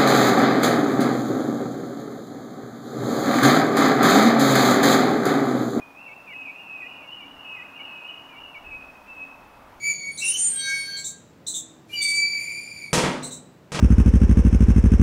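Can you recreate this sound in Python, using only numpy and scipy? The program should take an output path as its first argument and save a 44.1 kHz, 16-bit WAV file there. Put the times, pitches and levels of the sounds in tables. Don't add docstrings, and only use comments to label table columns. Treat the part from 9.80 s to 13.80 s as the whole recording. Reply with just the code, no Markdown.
import sys
import numpy as np
from scipy import signal
from scipy.fft import rfft, irfft
from scipy.io import wavfile
from scipy.ndimage import uniform_filter1d

SR = 44100
rng = np.random.default_rng(int(sys.argv[2]) if len(sys.argv) > 2 else 0)


def output_pcm(signal):
    pcm = np.clip(np.atleast_2d(signal).T, -1, 1) * 32767
    wavfile.write(sys.argv[1], SR, np.round(pcm).astype(np.int16))


N = 176400
T = np.arange(N) / SR


def from_db(db):
    return 10 ** (np.asarray(db) / 20)


def rms_one(x):
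    return x / np.sqrt(np.mean(x ** 2) + 1e-20)


def in_time(rows):
    times, *columns = np.transpose(rows)
    return [np.interp(T, times, column) for column in columns]


def during(rows):
    return np.clip(1 + 100 * np.minimum(T - rows[0][0], rows[-1][0] - T), 0, 1)


def at_hz(points, hz):
    freqs, values = np.transpose(points)
    return np.interp(np.log(np.maximum(hz, 1)), np.log(freqs), values)


def drift(rate_hz):
    pole = np.exp(-2 * np.pi * rate_hz / SR)
    return rms_one(signal.lfilter([1], [1, -2 * pole, pole * pole], rng.standard_normal(N + SR))[SR:])


def noise(colour):
    gain = from_db(at_hz(colour, np.fft.rfftfreq(N, 1 / SR)))
    return rms_one(irfft(rfft(rng.standard_normal(N)) * gain, N))


def damped(x, t60s):
    centres, hz = np.geomspace(60, 16000, 16), np.fft.rfftfreq(N, 1 / SR)
    spectrum = rfft(x)
    bands = [irfft(spectrum * np.interp(hz, centres, share), N) for share in np.eye(16)]
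    return sum(band * from_db(-60 * T / at_hz(t60s, c)) for band, c in zip(bands, centres))


def convolve(x, response):
    return signal.fftconvolve(x, response)[:N]


def partial(phase, db):
    return np.sqrt(2) * from_db(db) * np.sin(phase)


def slip_phase(hz, scatter):
    return 2 * np.pi * np.cumsum(hz * (1 + scatter * drift(rate_hz=110))) / SR


def rasp(phase, width_hz):
    return rms_one(drift(width_hz) * np.sin(phase) + drift(width_hz) * np.cos(phase))


# time in seconds, pitch in Hz, levels of harmonics 1-3 in dB.
OPENING_SQUEAL = [(0, 2240, -50, -60, -57), (.046, 2310, -25.5, -39, -33),
                  (.114, 2289, -24.5, -39.5, -28.5), (.16, 2272, -50.5, -45.5, -43.5),
                  (.288, 2244, -32.5, -48.5, -47), (.336, 2238, -56.5, -55.5, -64.5),
                  (.43, 2272, -39, -55, -62)]
CLOSING_SQUEAL = [(2.1, 2383, -53, -85, -84), (2.176, 2347, -36.5, -31, -46),
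                  (2.224, 2277, -27, -28.5, -47.5), (2.42, 2318, -26.5, -29, -36),
                  (2.48, 2315, -35, -32, -44.5), (2.6, 2319, -33, -44.5, -45), (2.9, 2356, -44, -49, -55),
                  (3.04, 2306, -41, -48, -55.5), (3.12, 2265, -49.5, -59, -75)]
OPENING_TOP_DB = [-51, -64, -64]
CLOSING_TOP_DB = [-51, -67, -66.5]
# time in seconds, pitch scatter as a fraction, share of rasp from 0 to 1.
SLIP_ROUGHNESS = [(.3, 0.006, 0.36), (2.15, .003, 0.18), (2.42, 0.0049, 0.1), (2.6, 0.0066, 0.83)]

def squeal(swing, top_db, brightening_db=13):
    hz, *levels = in_time(swing)
    scatter, roughness = in_time(SLIP_ROUGHNESS)
    swell_db = levels[0] - levels[0].max()
    levels += [db + swell_db + brightening_db * roughness for db in top_db]
    phase = slip_phase(hz, scatter)
    out = np.zeros(N)
    for k, db in enumerate(levels, 1):
        out += np.sqrt(1 - roughness ** 2) * partial(k * phase, db)
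        out += roughness * from_db(db) * rasp(k * phase, width_hz=70 * min(k, 2))
    return during(swing) * out


# frequency in Hz, relative density in dB.
FRICTION_SPECTRUM = [(700, -7.5), (1300, -6), (3000, 0), (6200, -3), (16000, -12)]

def friction_hiss(hinge, spacing_hz=60, spread_db=5.5):
    effort = np.sqrt(np.abs(uniform_filter1d(np.abs(hinge), size=4000)))
    spectrum = rfft(noise(FRICTION_SPECTRUM))
    centres = np.arange(0, SR / 2, spacing_hz)
    peaks_db = spread_db * np.clip(rng.standard_normal(len(centres)), -2, 2)
    resonances = from_db(np.interp(np.fft.rfftfreq(N, 1 / SR), centres, peaks_db))
    return effort * rms_one(irfft(spectrum * resonances, N))


# frequency in Hz, relative density in dB.
AIR_SPECTRUM = [(25, -39), (60, -7.5), (150, 3), (700, -9), (5000, -28.5), (7500, -31), (10000, -39.5),
                (15500, -35.5)]

def outdoor_rumble():
    return noise(AIR_SPECTRUM)


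# frequency in Hz, reverberation time in seconds.
VERANDA_DECAY = [(150, 1), (2000, 0.55), (5000, 0.49), (8000, 0.42), (14000, 0.1)]

def veranda(early_db=9, early_t60_s=.15, first_echo_s=.004):
    tail = damped(rng.standard_normal(N), VERANDA_DECAY)
    early = from_db(early_db - 60 * T / early_t60_s) * rng.standard_normal(N)
    return rms_one((tail + early) * (T > first_echo_s)) / np.sqrt(N)


# time in seconds, pitch in Hz, level in dB.
HINGE_WHISTLES = [
    [(.32, 9265, -48), (.436, 9710, -48.5), (.452, 9335, -27), (.51, 9270, -24.5), (.575, 9190, -47.5)],
    [(.572, 9120, -40), (.6, 8905, -25.5), (.69, 8903, -26.5), (.914, 8750, -52), (1.034, 8830, -36)],
    [(.575, 8590, -38), (.678, 8580, -28.5), (.784, 8430, -32.5), (.9, 8360, -45.5)],
    [(.57, 7070, -43.5), (.606, 7206, -30), (.678, 7044, -31), (.736, 7300, -79)],
]

def whistles():
    out = np.zeros(N)
    for rows in HINGE_WHISTLES:
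        hz, db = in_time(rows)
        out += during(rows) * partial(slip_phase(hz, scatter=.0011), db)
    return out


# start in seconds, level in dB, pitch of the low voice in Hz, peak of the
# high voice in Hz, throat resonance in Hz, level of the low voice against the high in dB.
BIRD_CHIRPS = [(0.373, -25, 3950, 10500, 7900, -3.5), (0.453, -27, 3700, 10400, 7400, -10.5),
               (1.164, -28, 4080, 10860, 7700, -1), (1.241, -23.5, 3800, 10500, 7500, -8.5),
               (1.665, -22, 3870, 11030, 8000, -4.5), (1.739, -22, 3530, 10900, 7560, -5),
               (2.211, -21, 3530, 9220, 8630, -10), (2.272, -25, 3500, 10870, 8680, -14.5),
               (2.338, -26.5, 3900, 10660, 8770, -29), (3.424, -28, 4000, 9400, 8120, -5.5),
               (3.506, -30.5, 3830, 9150, 7870, -4)]

def bird(chirp_s=.028, attack_s=.003, foot_hz=5630, rolloff_hz=9250, throat_width_hz=420):
    out, along = np.zeros(N), np.linspace(0, 1, int(chirp_s * SR))
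    arch = np.sin(np.pi * along)
    envelope = np.minimum(arch * chirp_s / (np.pi * attack_s), 1)
    waver = 1 + .025 * drift(rate_hz=500)
    highpass = signal.butter(2, foot_hz, "high", fs=SR, output="sos")
    hiss = from_db(-15.5) * signal.sosfilt(highpass, rng.standard_normal(N))
    for start, db, low_hz, peak_hz, throat_hz, low_db in BIRD_CHIRPS:
        span = slice(int(start * SR), int(start * SR) + len(along))
        low_pitch = low_hz * (1 + .09 * (arch - .5)) * waver[span]
        low = np.sin(2 * np.pi * np.cumsum(low_pitch) / SR) * from_db(-19 * along)
        high_pitch = (foot_hz + (peak_hz - foot_hz) * arch ** 2) * waver[span]
        high = np.sin(2 * np.pi * np.cumsum(high_pitch) / SR) / (1 + (high_pitch / rolloff_hz) ** 14)
        throat = signal.iirpeak(throat_hz, throat_hz / throat_width_hz, fs=SR)
        high = signal.lfilter(*throat, high) + from_db(-15) * high
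        voices = rms_one(high) + from_db(low_db) * rms_one(low)
        out[span] += from_db(db) * rms_one(envelope * (voices + hiss[span]))
    return out


def roof(spray_s=.064):
    return rms_one(rng.standard_normal(N) * np.exp(-(T / spray_s) ** 4)) / np.sqrt(N)


# time in seconds, pitch in Hz, level in dB.
HINGE_SQUAWKS = [
    [(.405, 2580, -62.5), (.425, 2716, -34.5), (.475, 2724, -35.5), (.51, 2987, -46.5), (.555, 3010, -36),
     (.6, 3130, -67.5)],
    [(2.11, 2800, -74), (2.138, 2876, -35.5), (2.185, 2940, -51), (2.21, 2860, -61)],
]
SQUAWK_HARMONICS_DB = [7, -16.5, -22.5, -15.5]
CATCH_SCATTER = .016

def squawks():
    out = np.zeros(N)
    for rows in HINGE_SQUAWKS:
        hz, db = in_time(rows)
        phase = slip_phase(hz, CATCH_SCATTER)
        harmonics = sum(partial(k * phase, db + h) for k, h in enumerate(SQUAWK_HARMONICS_DB, 1))
        out += during(rows) * harmonics
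    return out


# time in seconds, band centre in Hz, level in dB.
HINGE_SCRAPE = [(.42, 5650, -40.5), (.595, 6300, -35), (.7, 6300, -60.5)]

def scrape():
    hz, db = in_time(HINGE_SCRAPE)
    return during(HINGE_SCRAPE) * from_db(db) * rasp(slip_phase(hz, CATCH_SCATTER), width_hz=330)


SONG_MODES_HZ = [1601, 2227]
# time in seconds, then levels in dB of the low mode,
# high mode, high octave, low octave, sum of low and high, sum of low and high octave.
SONG_LEVELS = [(.72, -49, -68, -89, -64.5, -81, -75), (.8, -44, -53, -44, -42, -44, -47),
               (.89, -27, -31, -44, -52, -42.5, -35), (1.006, -45, -34, -37, -57, -55, -58),
               (1.094, -35.5, -47, -37.5, -53, -55, -52), (1.2, -63, -41, -43.5, -48, -67, -64)]
FAINT_TONES = [(2, 1), (0, 3), (0, 5)]
FAINT_TONES_DB = [-23.5, -18.5, -19]

def two_mode_song(flutter_db=3):
    low, high = [slip_phase(hz, scatter=.0016) for hz in SONG_MODES_HZ]
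    levels = in_time(SONG_LEVELS)
    mean_db = (levels[0] + levels[1]) / 2
    tones = list(zip([low, high, 2 * high, 2 * low, low + high, low + 2 * high], levels))
    tones += [(m * low + n * high, mean_db + db) for (m, n), db in zip(FAINT_TONES, FAINT_TONES_DB)]
    song = sum(partial(phase, db + flutter_db * drift(rate_hz=12)) for phase, db in tones)
    return during(SONG_LEVELS) * song


# time in seconds, level in dB.
HUM_LEVELS = [(1.68, -58), (2.32, -58)]

def hum(hz=322):
    return during(HUM_LEVELS) * partial(2 * np.pi * hz * T, in_time(HUM_LEVELS)[0])


# start in seconds, level in dB, bandwidth of the contact in Hz,
# extra drive to the panel in dB.
FRAME_IMPACTS = [(3.13, -16.5, 10200, -0.5), (3.148, -24.5, 10000, 3.5), (3.178, -19.5, 5850, 4.5),
                 (3.238, -18.5, 3160, 1), (3.26, -27, 2760, 0), (3.286, -29, 3000, 1.5),
                 (3.919, -29.5, 7700, 0), (3.946, -24.5, 5560, -11), (3.991, -20.5, 4540, 4)]
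# frequency in Hz, relative density in dB.
BARS_SPECTRUM = [(50, -58), (125, -0.5), (300, -5), (480, -12.5), (637, -13.5), (2300, -17.5), (4900, -20),
                 (6380, -18.5), (9500, -21.5), (15500, -38)]
# frequency in Hz, time to fall 60 dB in seconds.
BARS_DECAY = [(100, 0.11), (500, 0.64), (2000, 0.48), (14000, 0.43)]
# frequency in Hz, relative level in dB, time to fall 60 dB in seconds.
PANEL_MODES = [(251.3, -9, 1), (395, -6.5, 0.7), (504.6, 1.5, 0.71), (938, 0, 0.44), (1096, -11.5, 0.23)]

def gate_impacts():
    bars = damped(noise(BARS_SPECTRUM), BARS_DECAY)
    panel = sum(rng.choice([-1, 1]) * from_db(db - 60 * T / t60) * np.sin(2 * np.pi * hz * T)
                for hz, db, t60 in PANEL_MODES)
    on_bars, on_panel = np.zeros((2, N))
    for start, db, bandwidth_hz, panel_db in FRAME_IMPACTS:
        impulse = from_db(db) * (np.arange(N) == int(start * SR)) + 1e-18
        force = signal.lfilter(*signal.butter(2, bandwidth_hz, fs=SR), impulse)
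        on_bars += force
        on_panel += from_db(panel_db) * force
    return convolve(on_bars, bars) + from_db(-10.5) * convolve(on_panel, panel)


def scene():
    creaks = two_mode_song() + scrape() + squawks() + whistles()
    squeals = squeal(OPENING_SQUEAL, OPENING_TOP_DB) + squeal(CLOSING_SQUEAL, CLOSING_TOP_DB)
    hiss = friction_hiss(creaks + .14 * squeals)
    hinge = from_db(1.5) * (creaks + squeals) + from_db(-33.5) * hiss
    chirps, bangs = bird(), gate_impacts()
    direct = hinge + from_db(-13) * chirps + bangs
    reverb = convolve(from_db(-4) * hinge + from_db(-7.5) * chirps + from_db(-10) * bangs, veranda())
    background = from_db(-52) * outdoor_rumble() + hum()
    roof_echoes = from_db(-7.5) * convolve(chirps, roof())
    return (direct + reverb + roof_echoes + background)[None]


def record(dry, stopband_hz=16500):
    return signal.sosfilt(signal.cheby2(16, 70, stopband_hz, fs=SR, output="sos"), dry)


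dry = scene()
out = record(dry)
output_pcm(out)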